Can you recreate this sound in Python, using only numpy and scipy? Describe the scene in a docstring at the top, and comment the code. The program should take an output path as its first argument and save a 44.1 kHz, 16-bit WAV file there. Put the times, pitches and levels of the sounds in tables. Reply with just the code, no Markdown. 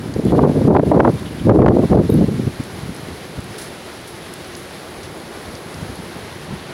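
"""Heavy rain at a marina

Rain falls on open water and a wooden deck, heard from a hand-held microphone behind a metal rail.
Two gusts buffet the microphone and its limiter ducks the rain; then only small puffs arrive.
Close by, drops tick, spatter and ping the rail. Something squeaks faintly, mostly between the gusts."""
import sys
import numpy as np
from scipy import signal
from scipy.fft import rfft, irfft, next_fast_len
from scipy.io import wavfile
from scipy.ndimage import uniform_filter1d, map_coordinates

SR = 44100
rng = np.random.default_rng(int(sys.argv[2]) if len(sys.argv) > 2 else 0)


def materialize(psi):
    """Save the field psi as 16-bit PCM at rate SR to the path in sys.argv[1].

    A 1-D psi becomes a single channel; in a 2-D psi each row is a channel.
    """
    bounded = np.clip(np.atleast_2d(psi).T, -1, 1)
    quanta = np.round(bounded * 32767).astype(np.int16)
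    wavfile.write(sys.argv[1], SR, quanta)


N = 296793
TIME = np.arange(N) / SR

# the rain at three distances: time_s, far_roar_db, water_wash_db, near_fizz_db
RAIN_LEVELS = [(0, -39, -43.5, -50), (2.2, -40.5, -42, -49.5), (2.8, -39.5, -41, -48),
               (3.7, -40, -41, -49.2), (4.7, -40.5, -40.8, -48.4), (5.1, -38, -42.5, -49),
               (5.8, -39, -41, -48), (6.7, -39, -39.4, -50.5)]
# tone of the rain before those levels shape it: frequency_hz, density_db
RAIN_SPECTRUM = [(60, -56), (150, -10), (280, -7), (400, -5.5), (520, -8), (800, -11.5), (1100, -13),
                 (1900, -12.5), (2700, -15), (4200, -16), (8000, -28.5), (10900, -21), (12600, -35),
                 (15800, -36)]
# faint squeaks: centre_s, level_db, pitch_hz, half_length_s
SQUEAKS = [(0.293, -44, 3270, 0.033), (1.195, -43, 3580, 0.018), (1.264, -37.5, 3326, 0.014),
           (1.28, -40, 3180, 0.014), (1.397, -40.5, 3300, 0.013)]
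# drops close to the microphone: start_s, level_db, centre_hz, spread_octaves
NEAR_DROPS = [(.139, -18, 5360, 0.47), (.251, -21, 7000, 1.3), (2.101, -11, 12560, 0.36),
              (2.141, -17, 11470, .4), (2.947, -22, 10500, 0.32), (3.442, -23, 11930, .55),
              (4.338, -14, 10470, 1.35), (4.552, -19.5, 5300, 0.55), (5.553, -19.5, 5700, .4)]
# longer bursts of spatter: start_s, level_db, centre_hz
SPATTERS = [(3.582, -21.5, 7960), (3.615, -25, 6510), (4.075, -27, 11030), (4.565, -27.5, 12030),
            (5.03, -27.5, 2750)]
# modes of the metal rail: pitch_hz, level_db, t60_s
RAIL_MODES = [(3752, 4, .05), (4404, -16, .08), (12234, -9, .25), (12322, -8, .27), (12396, -10, .25)]
# drops striking the rail: start_s, level_db
RAIL_STRIKES = [(2.1, -35), (2.123, -46)]
# colour the microphone port gives to drops: frequency_hz, gain_db
PORT_RESPONSE = [(20, 0), (5000, -1.5), (8000, -7.5), (10000, -1.5), (10900, 3), (12300, -17), (16000, -10)]
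# steady wind, dying down; the edge is the top of its rumble: time_s, level_db, edge_hz
STEADY_WIND = [(0, -25, 301), (.12, -28.5, 300.2), (.28, -17, 470), (0.849, -18, 479.5),
               (1.201, -25, 290.1), (2.439, -25, 299.9), (2.55, -32, 229.9), (3.7, -42, 230.2),
               (4.6, -39.5, 220.4), (6.7, -36.5, 219.8)]
# gusts and puffs on the microphone: start_s, hold_s, level_db, edge_hz
GUSTS = [(0.329, .16, -12.5, 659.9), (0.701, 0.081, -6, 700.3), (0.921, .16, -11, 780.3),
         (1.497, 0.21, -2.5, 609.6), (1.759, .07, -11.5, 599.4), (1.936, 0.068, -6.5, 600.2),
         (2.126, .11, -11.5, 410.3), (2.3, .15, -23, 299.4), (2.83, .08, -29, 240),
         (3.043, 0.087, -30, 219.3), (3.439, 0.075, -30.5, 220), (5.45, .04, -33, 219.8),
         (5.788, 0.041, -30.5, 220.6), (6.509, 0.038, -27, 240.2)]
# single eddies hitting the microphone: centre_s, peak_db
EDDIES = [(0.165, -8), (.197, -6), (0.324, -1.5), (.353, -1), (.395, 4), (.438, 0.5), (0.455, 2),
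          (.497, -2), (.591, -8), (.618, -7), (.654, -4), (.753, 2), (.768, 9), (.798, 7), (0.835, 0.5),
          (.92, 2), (.947, -1.5), (1.005, 10), (1.052, 0.5), (1.078, 1.5), (1.497, 9), (1.622, 6),
          (1.665, 11.5), (1.685, 13), (1.72, 1.5), (1.932, 2.5), (1.992, -1), (2.1, -1.5), (2.29, -5.5),
          (2.397, -7.5), (2.475, -7), (2.602, -10), (2.836, -19), (2.899, -17), (3.387, -17.5),
          (5.828, -17.5), (5.901, -20.5), (5.999, -21.5), (6.167, -19.5), (6.529, -17)]


def amp(db):
    return 10 ** (np.asarray(db) / 20)


def unit_rms(x):
    return x / np.sqrt(np.mean(x ** 2) + 1e-20)


def gain_at(curve, hz):
    """Linear gain along a curve of (frequency_hz, gain_db) points."""
    points_hz, db = np.transpose(curve)
    return amp(np.interp(np.log(hz + 1), np.log(points_hz + 1), db))


def add(mix, start_s, sound):
    part = mix[max(round(start_s * SR), 0):][:len(sound)]
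    part += sound[:len(part)]


def filtered(x, gain):
    """Filters x by a gain given as a function of frequency."""
    size = next_fast_len(len(x) + 2048)
    hz = np.fft.rfftfreq(size, 1 / SR) + 1e-3
    return irfft(rfft(x, size) * gain(hz), size)[:len(x)]


def drift(rate_hz):
    """A random wander of unit size, with changes up to the given rate."""
    rates_hz = np.geomspace(rate_hz / 12, rate_hz, 30)[:, None]
    t = TIME[::64]
    waves = np.sin(2 * np.pi * (rates_hz * t + rng.random(rates_hz.shape)))
    return np.interp(TIME, t, unit_rms(waves.sum(0)))


def band_noise(size, hz, octaves):
    """Noise in one bell-shaped band."""
    noise = rng.standard_normal(size)
    return unit_rms(filtered(noise, lambda f: np.exp(-.5 * (np.log2(f / hz) / octaves) ** 2)))


def patter(per_s, spread_db):
    """Random impacts, most small and a few large."""
    strength = amp(spread_db * np.minimum(rng.exponential(1, N), 5)) * rng.choice([-1, 1], N)
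    return unit_rms(strength * (rng.random(N) < per_s / SR))


def rain(grain=0.45, patchy_db=0.5, common_swell_db=0.56):
    """Countless drops far out on the water merge into a wash; nearer ones stay grainy in the treble."""
    impacts = patter(per_s=2600, spread_db=1.0)
    swell_db = common_swell_db * drift(rate_hz=11)
    times_s, *levels_db = np.transpose(RAIN_LEVELS)
    zones_hz = [(500, 1200), (1400, 6000), (8000, 15000)]  # roar, wash, fizz
    hz = np.fft.rfftfreq(4096, 1 / SR)
    power = gain_at(RAIN_SPECTRUM, hz) ** 2 / len(hz)
    zone_gains_db = []
    for level_db, (low, high) in zip(levels_db, zones_hz):
        zone_power = power[(hz > low) & (hz < high)].sum()
        zone_gains_db.append(np.interp(TIME, times_s, level_db) - 10 * np.log10(zone_power))
    out = np.zeros(N)
    for centre_hz in np.geomspace(125, 16000, 15):
        def half_octave(f):
            inside = abs(np.log2(f.clip(125, 16000) / centre_hz)) < 1 / 4
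            return gain_at(RAIN_SPECTRUM, f) * inside
        near_share = grain * centre_hz / (centre_hz + 1500)
        drive = np.sqrt(near_share) * impacts + np.sqrt(1 - near_share) * rng.standard_normal(N)
        # each band follows a blend of roar, wash and fizz
        blend = [np.interp(np.log(centre_hz), np.log(zones_hz).mean(1), zone) for zone in np.eye(3)]
        band_db = np.dot(blend, zone_gains_db) + swell_db + patchy_db * drift(rate_hz=25)
        out += filtered(drive, half_octave) * amp(band_db)
    return out


def deck(level_db=-46, pitch_hz=355, waver_db=1.2):
    """Rain drums on the boards with a low hollow note."""
    return amp(level_db + waver_db * drift(rate_hz=19)) * band_noise(N, pitch_hz, octaves=0.093)


def breeze(level_db=-47.5, centre_hz=100, lumpy_db=3):
    """Light air keeps a soft low rumble on the microphone."""
    return amp(level_db + lumpy_db * drift(rate_hz=27)) * band_noise(N, centre_hz, octaves=0.99)


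def squeaks():
    """Faint short squeaks, each a narrow band of noise."""
    out = np.zeros(N)
    for centre_s, level_db, pitch_hz, half_length_s in SQUEAKS:
        size = int(2 * half_length_s * SR)
        squeak = np.hanning(size) * band_noise(size, pitch_hz, octaves=0.15)
        add(out, centre_s - half_length_s, amp(level_db) * squeak)
    return out


def splash(level_db, centre_hz, octaves, t60_s=0.015):
    """Water bursts into a band of noise that dies away."""
    t = np.arange(SR // 3) / SR
    return amp(level_db - 60 * t / t60_s) * band_noise(len(t), centre_hz, octaves) / 2


def stray_drops(per_s=3, typical_db=-29, spread_db=7, low_hz=5500, high_hz=13000):
    """Fainter drops tick around the microphone at random moments."""
    out = np.zeros(N)
    for when, strength, pitch in rng.random((int(per_s * N / SR), 3)):
        level_db = typical_db + spread_db * (2 * strength - 1)
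        centre_hz = low_hz * (high_hz / low_hz) ** pitch
        add(out, when * N / SR, splash(level_db, centre_hz, octaves=0.69))
    return filtered(out, lambda f: gain_at(PORT_RESPONSE, f))


def near_drops(gain_db=-1):
    """Drops tick and spatter close to the microphone, coloured by its port."""
    out = np.zeros(N)
    for start_s, level_db, centre_hz, octaves in NEAR_DROPS:
        add(out, start_s, splash(gain_db + level_db, centre_hz, octaves))
    for start_s, level_db, centre_hz in SPATTERS:
        add(out, start_s, splash(gain_db + level_db, centre_hz, octaves=1.4, t60_s=0.31))
    return filtered(out, lambda f: gain_at(PORT_RESPONSE, f))


def rail_pings():
    """Drops strike the metal rail in front of the microphone and its modes ring."""
    out, t = np.zeros(N), np.arange(SR // 3) / SR
    ring = sum(amp(db - 60 * t / t60_s) * np.sin(2 * np.pi * hz * t) for hz, db, t60_s in RAIL_MODES)
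    for start_s, level_db in RAIL_STRIKES:
        add(out, start_s, amp(level_db) * ring)
    return out


def airflow(rise_db_per_s=290, fall_db_per_s=300, dulling_db_per_octave=18):
    """Gusts rise, hold and fall over the steady wind, dull on their flanks; the strongest sets the edge."""
    times_s, level_db, edge_hz = np.transpose(STEADY_WIND)
    power = amp(np.interp(TIME, times_s, level_db)) ** 2
    weighted_hz = power * np.interp(TIME, times_s, edge_hz)
    for start_s, hold_s, gust_db, gust_hz in GUSTS:
        early_s, late_s = np.maximum(start_s - TIME, 0), np.maximum(TIME - start_s - hold_s, 0)
        flank_db = -rise_db_per_s * early_s - fall_db_per_s * late_s
        gust_power = amp(gust_db + flank_db) ** 2
        power += gust_power
        weighted_hz += gust_power * gust_hz * 2 ** (flank_db / dulling_db_per_octave)
    return np.sqrt(power), weighted_hz / power


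def turbulence(edge_hz, rolloff_order=3.2, port_cuts_hz=(150, 60)):
    """A frozen field of eddies sweeps past the port, brighter when faster; the port cuts deep bass."""
    field_hz = SR / 100  # the edge when the field passes at one step a sample
    def spectrum(f):
        return 1 / (f + field_hz / 4) / np.sqrt(1 + (f / field_hz) ** (2 * rolloff_order))
    position = np.cumsum(edge_hz) / field_hz
    field = filtered(rng.standard_normal(int(position[-1]) + 2), spectrum)
    rumble = map_coordinates(field, [position], order=3, mode="nearest")
    for cut_hz in port_cuts_hz:
        rumble = signal.lfilter(*signal.butter(1, cut_hz, "high", fs=SR), rumble)
    return unit_rms(rumble)


def eddy(peak_db, wind_edge_hz, length_s=.017, halving_db=25.5, edge_ratio=1.35, db_per_octave=50):
    """One short thump of turbulence, brighter and shorter the harder it hits."""
    size = int(SR * length_s * 2 ** (-peak_db / halving_db))
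    edge_hz = wind_edge_hz * edge_ratio * 2 ** (peak_db / db_per_octave)
    thump = turbulence(np.full(SR // 8, edge_hz))[-size:] * np.hanning(size)
    return amp(peak_db) * thump / abs(thump).max()


def wind(gain_db=-1.5, flutter_depth_db=3.0, brightening=.3, low_cut_hz=64):
    """Gusts right on the microphone flutter in strength and brightness; single eddies thump on top."""
    pressure, edge_hz = airflow()
    flutter_db = flutter_depth_db * np.clip(drift(rate_hz=80), -3, 1.4)
    # a stronger moment sheds faster eddies
    speed_ratio = amp(brightening * (flutter_db - flutter_depth_db))
    out = pressure * amp(gain_db + flutter_db) * turbulence(edge_hz * speed_ratio)
    for centre_s, peak_db in EDDIES:
        thump = eddy(peak_db, np.interp(centre_s, TIME, edge_hz))
        add(out, centre_s - len(thump) / SR / 2, thump)
    return filtered(out, lambda f: 1 / np.sqrt(1 + (low_cut_hz / f) ** 6))


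def scene():
    """Everything that reaches the microphone behind the rail, in mono."""
    return (rain() + deck() + near_drops() + rail_pings() + squeaks()
            + wind() + breeze() + stray_drops())[None]


def record(dry, overload_db=7.5, threshold_db=-3.5, recovery_db_per_s=210, high_cut_hz=15850):
    """The hardest eddies overload the microphone; a fast peak limiter ducks the rain under the gusts."""
    clipped = dry / (1 + (dry / amp(overload_db)) ** 24) ** (1 / 24)
    over_db = np.maximum(20 * np.log10(abs(clipped[0]) + 1e-9) - threshold_db, 0)
    # each peak pulls the gain down; it recovers at a steady rate
    recovery_db = TIME * recovery_db_per_s
    duck_db = np.maximum.accumulate(over_db + recovery_db) - recovery_db
    smooth_duck_db = uniform_filter1d(uniform_filter1d(duck_db, size=16), size=16)
    limited = clipped / amp(smooth_duck_db)
    lowpass = signal.firwin(1023, high_cut_hz, window=("kaiser", 9), fs=SR)
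    return signal.oaconvolve(limited, lowpass[None], "same")


dry = scene()
out = record(dry)
materialize(out)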